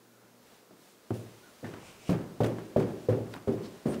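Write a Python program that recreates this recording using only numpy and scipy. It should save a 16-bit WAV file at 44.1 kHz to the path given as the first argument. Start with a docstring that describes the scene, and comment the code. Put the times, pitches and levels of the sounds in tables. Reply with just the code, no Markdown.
"""Climbing carpeted stairs

A wooden staircase in a quiet house, heard close, on a small microphone the climber carries.
Each footfall knocks a tread and sets the hollow flight and the stairwell booming; the sole then
scuffs the pile. Boards tick under the weight, clothes rustle, and a faint hum and hiss lie below."""
import sys
import numpy as np
from scipy import signal
from scipy.fft import rfft, irfft
from scipy.io import wavfile

SR = 44100
rng = np.random.default_rng(int(sys.argv[2]) if len(sys.argv) > 2 else 0)


def generate_wav(sig):
    """Save sig (samples, or channels by samples) to the path in sys.argv[1] as 16-bit PCM at SR."""
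    pcm = np.round(np.clip(np.atleast_2d(sig).T, -1, 1) * 32767).astype(np.int16)
    wavfile.write(sys.argv[1], SR, pcm)


N = 176400
TIME = np.arange(N) / SR

# The footfalls. Each row: start in seconds, boom in dB, its bass lift in dB, the Hz above which it
# dulls, knock pitch in Hz, half the knock's amplitude in dB, flight modes in dB, ring pitch in Hz,
# ring in dB, heel pat in dB.
STEPS = [(0.708, -49.5, -7, 485, 308, -46.5, -80, 184, -55, -47.5),
         (1.1053, -33.5, -1.5, 550, 356, -21.5, -40.5, 101, -33, -26.5),
         (1.626, -39, 2, 500, 226, -58, -41.5, 106, -42, -52),
         (2.0924, -21.5, -2, 377, 219, -20.5, -33, 178.2, -22.5, -22.5),
         (2.4042, -21, -4, 650, 406, -17.5, -30.5, 437, -31.5, -20.5),
         (2.7619, -21.5, -1, 657, 604, -14.5, -26, 231.4, -26.5, -35),
         (3.0859, -22, -3.5, 573, 465, -19.5, -29, 488, -27, -39),
         (3.474, -25, -1, 440, 390, -18, -30, 236.2, -24, -44),
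         (3.856, -24, -3, 543, 440, -32, -31.5, 228.3, -25.5, -37)]


def from_db(db):
    """Decibels to gain."""
    return 10 ** (np.asarray(db) / 20)


def rms_one(x):
    """Scale to unit rms."""
    return x / np.sqrt(np.mean(x ** 2) + 1e-20)


def at_hz(points, hz):
    """Read a table on a log-frequency axis."""
    f, value = np.transpose(points)
    return np.interp(np.log(np.maximum(hz, 1)), np.log(f), value)


def drift(rate):
    """Random wander of rms 1, with `rate` new values a second."""
    knots = rng.standard_normal(int(N / SR * rate) + 2)
    return rms_one(np.interp(TIME * rate, np.arange(len(knots)), knots))


def noise(spectrum, tilt_db=0):
    """Coloured noise of rms 1, tilted by tilt_db per octave above 500 Hz."""
    hz = np.maximum(np.arange(N // 2 + 1) * SR / N, 1)
    gain = from_db(at_hz(spectrum, hz) + tilt_db * np.log2(np.maximum(hz / 500, 1)))
    return rms_one(irfft(rfft(rng.standard_normal(N)) * gain, N))


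def grains(depth_db):
    """Fast uneven gain of many tiny slips."""
    return rms_one(from_db(depth_db * drift(500)))


def strike(start, rise_s, t60):
    """Envelope with a quick rise, then a fall of 60 dB in t60 seconds."""
    age = np.maximum(TIME - start, 0)
    return (1 - np.exp(-age / rise_s)) * from_db(-60 * np.minimum(age / t60, 10))


def swell(middle, half):
    """Bell-shaped envelope of a stroke."""
    return np.exp(-.5 * ((TIME - middle) / half) ** 2)


def after(start_s):
    """Smooth change from 0 to 1 around a time."""
    return .5 + .5 * np.tanh(10 * (TIME - start_s))


def add(out, start, sound):
    """Mix a short sound in at a time."""
    i = int(start * SR)
    out[i:i + len(sound)] += sound[:N - i]


def house():
    """Hissy room tone, and a wavering hum that sinks as the walker leaves the hall."""
    # The hum's tones. Each row: pitch in Hz, level in the hall in dB.
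    tones = [(118.4, -73.5), (240, -70.5)]
    # Room tone colour. Each row: frequency in Hz, relative density in dB.
    room_tone = [(25, -34), (70, -40), (115, -12.5), (180, 1), (300, 1.5), (450, 2), (750, -5.5),
                 (1400, -8.5), (2500, -14.5), (6000, -15.5), (11000, -19.5), (15500, -18.5)]
    waver_db, drop_db, room_db = 1.5, -6.5, -60.5
    hum = np.zeros(N)
    for hz, db in tones:
        amplitude = np.sqrt(2) * from_db(db + waver_db * drift(5))
        hum += amplitude * np.sin(2 * np.pi * hz * TIME + drift(5))
    return hum * from_db(drop_db * after(start_s=0.54)) + from_db(room_db) * noise(room_tone)


def clothes():
    """Cloth brushes as the legs swing, and never quite rests once the climb is under way."""
    # The strokes. Each row: middle and half length in seconds, level in dB, tilt in dB per octave.
    strokes = [(0.525, 0.078, -61.5, -1.5), (.87, 0.071, -62.5, 0.5), (1.443, 0.32, -62, -2.5),
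               (1.897, 0.13, -59.5, -4), (2.63, 0.18, -57.5, -4.5), (2.9, 0.027, -53.5, -4.5),
               (3.027, 0.074, -58.5, -2), (3.333, 0.032, -58.5, -1.5), (3.647, .025, -53, -5),
               (3.737, 0.12, -56.5, -3.5)]
    # Cloth colour. Each row: frequency in Hz, relative density in dB.
    colour = [(300, -1.5), (1000, 1), (1800, -1), (2600, -1), (4000, -1.5), (6000, -3), (9000, -5),
              (11000, -8), (15500, -10.5)]
    swells = sum(from_db(db) * swell(s, half) * noise(colour, tilt) for s, half, db, tilt in strokes)
    steady = from_db(-64) * after(start_s=1.05) * noise(colour)
    return swells + steady


def shoe_slides():
    """The shoe swishes over the pile; its sole squeaks and rasps faintly in bands of noise."""
    # The swishes. Each row: middle and half length in seconds, level in dB.
    swishes = [(1.88, 0.05, -52.5), (2.041, 0.038, -55), (2.093, 0.018, -50)]
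    # Swish colour. Each row: frequency in Hz, relative density in dB.
    colour = [(500, 7), (1800, -7.5), (2300, 3.5), (2900, 3.5), (3300, -3), (4500, -8), (5700, -4),
              (7000, -6.5), (9400, -7.5), (10300, -20), (15500, -22)]
    # The squeaks. Each row: middle and half length in seconds, pitch and filter width in Hz, level in dB.
    squeaks = [(.17, 0.076, 1410, 220, -69), (1.472, 0.028, 1454, 110, -62),
               (1.648, 0.0092, 1774, 90, -50.5), (3.655, .017, 4100, 3400, -55.5),
               (3.91, 0.023, 8860, 1400, -55.5)]
    out = sum(from_db(db) * swell(s, half) for s, half, db in swishes) * noise(colour)
    for s, half, hz, width_hz, db in squeaks:
        b, a = signal.iirpeak(hz, hz / width_hz, fs=SR)
        band = signal.lfilter(b, a, signal.lfilter(b, a, rng.standard_normal(N)))
        out += from_db(db) * swell(s, half) * rms_one(band)
    return out


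def shoe_snaps():
    """Brief bright clicks as the shoe flexes."""
    # The snaps. Each row: start in seconds, level in dB.
    snaps = [(1.642, -50), (2.099, -41), (2.434, -37), (2.444, -36.5), (2.797, -47), (3.337, -39.5)]
    # Snap colour. Each row: frequency in Hz, relative density in dB.
    colour = [(500, 2), (1500, 4.5), (2700, -1.5), (3800, 3.5), (5500, -12), (9000, -12.5), (15000, -19)]
    level = sum(from_db(db) * strike(s, rise_s=0.00034, t60=0.033) for s, db in snaps)
    return level * noise(colour) * grains(depth_db=3)


def sole_scuffs():
    """Grainy friction of the sole settling in the pile."""
    # The scuffs. Each row: start in seconds, level in dB, t60 in seconds, tilt in dB per octave.
    scuffs = [(1.13, -52, 0.5, 3), (1.642, -52.5, 0.51, -1), (2.093, -42.5, 0.22, -0.5),
              (2.432, -40.5, 0.23, .5), (2.79, -44.5, 0.19, -1), (3.14, -58, .4, -2), (3.352, -52, .12, 1),
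              (3.52, -55, .3, 0), (3.864, -50.5, 0.46, 1.5), (3.915, -47.5, 0.37, -1)]
    # Scuff colour. Each row: frequency in Hz, relative density in dB.
    colour = [(200, -32), (800, 7.5), (1800, 4.5), (2800, 4), (4000, -1.5), (6000, -3.5), (9000, -5.5),
              (11000, -10), (15500, -12)]
    friction = sum(from_db(db) * strike(s, rise_s=0.0088, t60=t60) * noise(colour, tilt)
                   for s, db, t60, tilt in scuffs)
    return friction * grains(depth_db=2.5)


def board_ticks():
    """Short gritty ticks of loaded wood with a little room tail."""
    # The ticks. Each row: start in seconds, level in dB.
    ticks = [(0.234, -60), (0.73, -61), (1.2625, -53), (1.644, -38.5), (1.736, -43), (2.127, -37.5),
             (2.208, -57), (2.441, -35.5), (2.583, -45.5), (2.796, -39.5), (2.824, -46), (3.124, -43.5),
             (3.265, -50.5), (3.336, -43), (3.357, -55), (3.569, -52.5), (3.92, -41.5)]
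    # Tick colour. Each row: frequency in Hz, relative density in dB.
    colour = [(60, -3), (200, 9.5), (500, 0.5), (900, 1.5), (1300, -2), (1800, -5), (2500, -11.5),
              (4000, -20), (8000, -31.5), (15000, -47)]
    rise_s, room_db = 0.0012, -6
    direct = sum(from_db(db) * strike(s, rise_s, t60=0.066) for s, db in ticks)
    tail = sum(from_db(db + room_db) * strike(s, rise_s, t60=0.5) for s, db in ticks)
    return (direct + tail) * noise(colour) * grains(depth_db=3)


def heel_pats():
    """The brief pat of the shoe meeting the carpet."""
    # Pat colour. Each row: frequency in Hz, relative density in dB.
    colour = [(150, -5), (400, 5), (650, 6.5), (950, -2.5), (1350, -7), (2000, -22), (4000, -27),
              (8000, -40.5), (15000, -37)]
    level = sum(from_db(db) * strike(s, rise_s=0.0007, t60=0.026) for s, *_, db in STEPS)
    return level * noise(colour)


def stair_booms():
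    """Crowded resonances of stairs and stairwell, dying band by band; a soft landing dulls them."""
    # Boom colour. Each row: frequency in Hz, relative density in dB.
    colour = [(30, -66), (60, -40), (80, -5), (110, -9.5), (160, 3), (240, 2), (330, 3.5), (480, 2.5),
              (680, -5.5), (950, -10), (1400, -16), (2500, -24), (6000, -33.5), (15000, -42.5)]
    # How long the stairs ring. Each row: frequency in Hz, t60 in seconds.
    decays = [(60, 0.67), (150, 0.63), (450, 0.51), (1100, 0.28), (4000, 0.19)]
    rise_s, dull_db, bass_edge_hz = 0.0026, -9, 410
    well_db, well_t60, well_low_hz = -7, 0.98, 131
    out, age = np.zeros(N), TIME[:SR]
    edges = 28 * 2 ** np.arange(0, 9.6, .5)  # half-octave bands, Hz
    centres = np.sqrt(edges[1:] * edges[:-1])
    shares = from_db(at_hz(colour, centres)) * np.sqrt(centres)
    shares /= np.linalg.norm(shares)
    for low, high, hz, share in zip(edges, edges[1:], centres, shares):
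        white = rng.standard_normal((len(STEPS), SR + 8000))  # extra samples let the filters settle
        band = signal.sosfilt(signal.butter(2, [low, high], "band", fs=SR, output="sos"), white)
        if high < 3000:  # keep the loud low bands out of the treble
            band = signal.sosfilt(signal.butter(2, high * 1.2, fs=SR, output="sos"), band)
        stairs = from_db(-60 * age / at_hz(decays, hz))
        stairwell = from_db(well_db - 60 * age / well_t60) / (1 + (well_low_hz / hz) ** 2)
        rise = 1 - np.exp(-age / (rise_s + .5 / hz))
        envelope = rise * np.hypot(stairs, stairwell)
        for ringing, (s, db, bass_db, dull_hz, *_) in zip(band[:, -SR:], STEPS):
            shelves_db = bass_db / (1 + (hz / bass_edge_hz) ** 4) + dull_db / (1 + (dull_hz / hz) ** 6)
            boom = rms_one(ringing * envelope) * np.sqrt(np.mean(envelope ** 2))
            add(out, s, share * from_db(db + shelves_db) * boom)
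    return out


def tread_knocks():
    """Each tread gives a short knock, rings hollowly at its own pitch and shakes the whole flight."""
    # Modes of the hollow flight. Each row: pitch in Hz, relative level in dB, t60 in seconds.
    flight = [(57.3, -20, .6), (68.8, -22, 0.7), (104.6, -5.5, 0.56), (114.95, -3, 0.54), (149, -2, 0.36),
              (234.2, -2, 0.57), (391, 0.5, 0.32), (509, -5, .4)]
    knock_rise_s, knock_t60 = 0.0014, 0.03
    ring_rise_s, ring_t60 = 0.005, 0.37
    scatter_db = 5.5
    out, age = np.zeros(N), TIME[:SR]
    knock_rise = 1 - np.exp(-age / knock_rise_s)
    ring_rise = 1 - np.exp(-age / ring_rise_s)
    for s, _, _, _, knock_hz, knock_db, flight_db, ring_hz, ring_db, _ in STEPS:
        knock = 2 * from_db(knock_db - 60 * age / knock_t60) * np.sin(2 * np.pi * knock_hz * age)
        ring = from_db(ring_db - 60 * age / ring_t60) * np.sin(2 * np.pi * ring_hz * age)
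        modes = np.zeros(SR)
        for hz, db, t60 in flight:
            envelope = from_db(flight_db + db + scatter_db * rng.normal() - 60 * age / t60)
            modes += envelope * np.sin(2 * np.pi * hz * age + rng.uniform(0, 2 * np.pi))
        add(out, s, knock_rise * (modes - knock) - ring_rise * ring)
    return out


def scene():
    """Stairs, shoes, clothes and house at the one carried microphone."""
    footfalls = stair_booms() + tread_knocks() + heel_pats() + board_ticks()
    shoes = sole_scuffs() + shoe_snaps() + shoe_slides()
    return (footfalls + shoes + clothes() + house())[None]


def record(dry):
    """The small microphone loses the deepest bass; the recorder cuts the top steeply."""
    low_hz, top_hz = 44.6, 15700
    thin = signal.sosfilt(signal.butter(2, low_hz, "high", fs=SR, output="sos"), dry)
    return signal.sosfilt(signal.ellip(12, .1, 70, top_hz, fs=SR, output="sos"), thin)


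dry = scene()
out = record(dry)
generate_wav(out)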